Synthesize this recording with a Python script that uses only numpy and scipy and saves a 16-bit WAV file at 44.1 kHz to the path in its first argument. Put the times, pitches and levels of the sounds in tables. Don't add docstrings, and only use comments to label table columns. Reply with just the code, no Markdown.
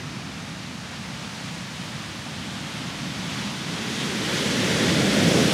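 import sys
import numpy as np
from scipy import signal
from scipy.io import wavfile
from scipy.ndimage import uniform_filter1d

SR = 44100
rng = np.random.default_rng(int(sys.argv[2]) if len(sys.argv) > 2 else 0)


def generate_wav(signal):
    frames = np.transpose(np.atleast_2d(signal))
    scaled = np.clip(frames, -1, 1) * 32767
    pcm = np.round(scaled).astype(np.int16)
    wavfile.write(sys.argv[1], SR, pcm)


N = 243873
FRAME, HOP = 2048, 256
HZ = np.fft.rfftfreq(FRAME, 1 / SR)[:, None]
TIME = np.arange(N // HOP + 9) * HOP / SR


# (time [s], level [dB])
ROAR_LEVEL = [(0.0, -46.5), (0.9, -53.5), (1.8, -53), (2.4, -49), (3.5, -46), (4.05, -37.5), (4.35, -32),
              (4.65, -29.7), (5.0, -27.5), (5.25, -26), (5.4, -24), (5.52, -26.5)]
LOW_WAVE_DB, TALL_WAVE_DB = -46.5, -26
TOP_LOW_HZ, TOP_HIGH_HZ = 320, 635


def roar():
    level_db, = over_time(ROAR_LEVEL)
    height = np.clip((level_db - LOW_WAVE_DB) / (TALL_WAVE_DB - LOW_WAVE_DB), 0, 1)
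    top_hz = TOP_LOW_HZ + (TOP_HIGH_HZ - TOP_LOW_HZ) * height ** .7
    body = (HZ / 250) ** 2 / (1 + (HZ / 250) ** 2.867)
    shadow = 1 / np.sqrt(1 + (HZ / top_hz) ** 11.32)
    return unit(body * shadow, 300, 600) * gain_of(level_db)


# (time [s], level [dB])
HISS_LEVEL = [(0.0, -38.5), (0.85, -38.6), (1.2, -37), (1.47, -36.6), (1.68, -37.8), (1.88, -36.5),
              (2.2, -37.2), (2.7, -35.6), (3.08, -35.3), (3.4, -32.8), (3.62, -34), (4.05, -30.5),
              (4.2, -30.7), (4.36, -27.4), (4.56, -27.6), (4.82, -25.3), (5.05, -26.2), (5.25, -25.0),
              (5.52, -25.3)]
# (time [s], level [dB])
SIZZLE_LEVEL = [(0, -1), (1.2, -.5), (2.6, 1.3), (3.9, 1.2), (4.8, .6), (5.15, -.5), (5.53, -.3)]
# (time [s], extra level per octave [dB])
TREBLE_SLOPE = [(0, -.5), (1, -.1), (1.7, .8), (2.3, .2), (3.2, .2), (4.2, 0), (4.9, -.8), (5.3, .6),
                (5.53, .5)]
# (frequency [Hz], relative level [dB])
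FOAM_SPECTRUM = [(220, -25.5), (380, -6), (500, -1), (1000, -.5), (2300, -1.5), (3500, -2.5), (5200, -6.5),
                 (6300, -9), (7500, -13.5), (9000, -17), (10400, -20), (11500, -25.5), (13500, -31),
                 (15500, -37)]
# (frequency [Hz], relative level [dB])
SPRAY_SPECTRUM = [(470, -33), (800, -4), (990, -5.5), (1880, 0), (2630, -3), (3460, -1), (4110, -4.5),
                  (6100, -7.5), (7500, -12), (9000, -15.5), (10400, -18), (11500, -23), (13400, -28),
                  (15500, -37.5)]
REAR_S, CURL_S, CRASH_S = 1.9, 3.6, 4.4
SPRAY_CALM, SPRAY_REARED, SPRAY_CRASHED = .04, .15, .93


def hiss():
    level_db, = over_time(HISS_LEVEL)
    sizzle_db, = over_time(SIZZLE_LEVEL)
    slope_db, = over_time(TREBLE_SLOPE)

    rearing = (SPRAY_REARED - SPRAY_CALM) * ramp(TIME, REAR_S, CURL_S)
    crashing = (SPRAY_CRASHED - SPRAY_REARED) * ramp(TIME, CURL_S, CRASH_S)
    spray_share = np.clip(SPRAY_CALM + rearing + crashing, 0, 1)

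    sizzle = np.exp(-((HZ - 3250) / 500) ** 2)
    octaves = np.log2(np.maximum(HZ, 4000) / 4000)
    blotches_db = .25 * patches(60, 24) + .35 * patches(150, 5)
    shape = gain_of(level_db + sizzle_db * sizzle + slope_db * octaves + blotches_db)

    foam_tone = unit(gain_of(over_pitch(FOAM_SPECTRUM)[0]))
    spray_tone = unit(gain_of(over_pitch(SPRAY_SPECTRUM)[0]))
    foam = np.sqrt(1 - spray_share) * foam_tone * shape
    spray = np.sqrt(spray_share) * spray_tone * shape
    return foam, spray


# (time [s], level [dB])
RUMBLE_LEVEL = [(0.0, -36.5), (0.4, -38.5), (2.1, -38.5), (2.7, -36.5), (3.1, -34.2), (3.75, -33.5),
                (4.3, -31.5), (4.65, -28), (5.0, -23), (5.4, -22.5), (5.52, -24.5)]
# (frequency [Hz], relative level [dB])
RUMBLE_SPECTRUM = [(15, -72), (30, -52), (47, -25), (64, -17), (90, -7.5), (130, -2), (190, .5), (235, -5),
                   (290, -12.5), (360, -23), (490, -48.5), (840, -100)]
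NEARING_S, NEAR_S = 2.1, 3.1
DEPTH_FAR_DB, DEPTH_NEAR_DB = .8, -3
RISE_FAR, RISE_NEAR = .95, 1.06
CRASH_RISE = .22
LIFT_S, SETTLE_S, GLIDE_S = 4.1, 4.95, .4


def rumble():
    near = ramp(TIME, NEARING_S, NEAR_S)
    depth_db = DEPTH_FAR_DB + (DEPTH_NEAR_DB - DEPTH_FAR_DB) * near
    below = np.clip(np.log2(190 / (HZ + 1)), 0, 1)

    crash = ramp(TIME, LIFT_S, LIFT_S + GLIDE_S) - ramp(TIME, SETTLE_S, SETTLE_S + GLIDE_S)
    rise = RISE_FAR + (RISE_NEAR - RISE_FAR) * near + CRASH_RISE * crash
    shifted_hz = np.minimum(HZ, 130) + np.maximum(HZ - 130, 0) / rise
    tone = gain_of(over_pitch(RUMBLE_SPECTRUM, shifted_hz)[0])

    level_db, = over_time(RUMBLE_LEVEL)
    return unit(tone, 120, 260) * gain_of(level_db + depth_db * below)


# (frequency [Hz], left minus right [dB])
LEFT_LEAN = [(60, -1), (220, -1), (380, -1.7), (520, -.2), (700, -1.3), (850, -.6), (2000, -.6), (3300, 0),
             (4100, 1.2), (5000, 0)]


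def churn(tone, likeness):
    a, b, c, d = rng.standard_normal((len(TIME), len(HZ), 4)).T
    mid, side = a + 1j * b, c + 1j * d
    likeness = np.clip(likeness, 0, 1)
    both = np.sqrt((1 + likeness) / 2) * mid
    apart = np.sqrt((1 - likeness) / 2) * side
    lean = gain_of(over_pitch(LEFT_LEAN)[0] / 2)
    slices = np.array([(both + apart) * lean, (both - apart) / lean]) * tone
    sound = signal.istft(slices, nperseg=FRAME, noverlap=FRAME - HOP)[1]
    return sound[:, :N] * gain_of(5)


def patches(bins, frames):
    field = rng.standard_normal((len(TIME), len(HZ))).T
    field = uniform_filter1d(field, bins, 0)
    field = uniform_filter1d(field, frames, 1)
    return field / field.std()


def gain_of(db):
    return 10 ** (np.asarray(db) / 20)


def over_time(rows):
    s, *columns = np.transpose(rows)
    return [np.interp(TIME, s, c) for c in columns]


def over_pitch(rows, hz=HZ):
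    f, *columns = np.transpose(rows)
    return [np.interp(np.log(hz + 1), np.log(f + 1), c) for c in columns]


def unit(tone, lo=0, hi=SR):
    band = (HZ > lo) & (HZ < hi)
    return tone / np.sqrt((tone ** 2 * band).sum(0))


def ramp(x, start, end):
    u = np.clip((x - start) / (end - start), 0, 1)
    return u * u * (3 - 2 * u)


# (frequency [Hz], foam [0 to 1], wave [0 to 1])
LIKENESS = [(50, .99, .995), (110, .99, .998), (200, .995, 1), (380, .95, 0.977), (520, 0.981, 1),
            (700, 0.912, 0.984), (850, 0.977, 0.996), (1100, 0.968, 1), (1600, 0.9895, 0.995),
            (3230, 0.9926, 1), (4200, 0.9906, 0.9895), (5400, 1, 1), (15000, 1, 1)]


def scene():
    foam_likeness, wave_likeness = over_pitch(LIKENESS)
    foam, spray = hiss()
    wave = np.sqrt(roar() ** 2 + spray ** 2 + rumble() ** 2)
    return churn(foam, foam_likeness) + churn(wave, wave_likeness)


EDGE_HZ = 15740


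def record(dry):
    bass_cut = signal.butter(2, 40, "high", fs=SR, output="sos")
    thinned = signal.sosfilt(bass_cut, dry)
    treble_cut = signal.firwin(1023, EDGE_HZ, window=("kaiser", 9), fs=SR)
    return signal.oaconvolve(thinned, treble_cut[None], "same")


dry = scene()
out = record(dry)
generate_wav(out)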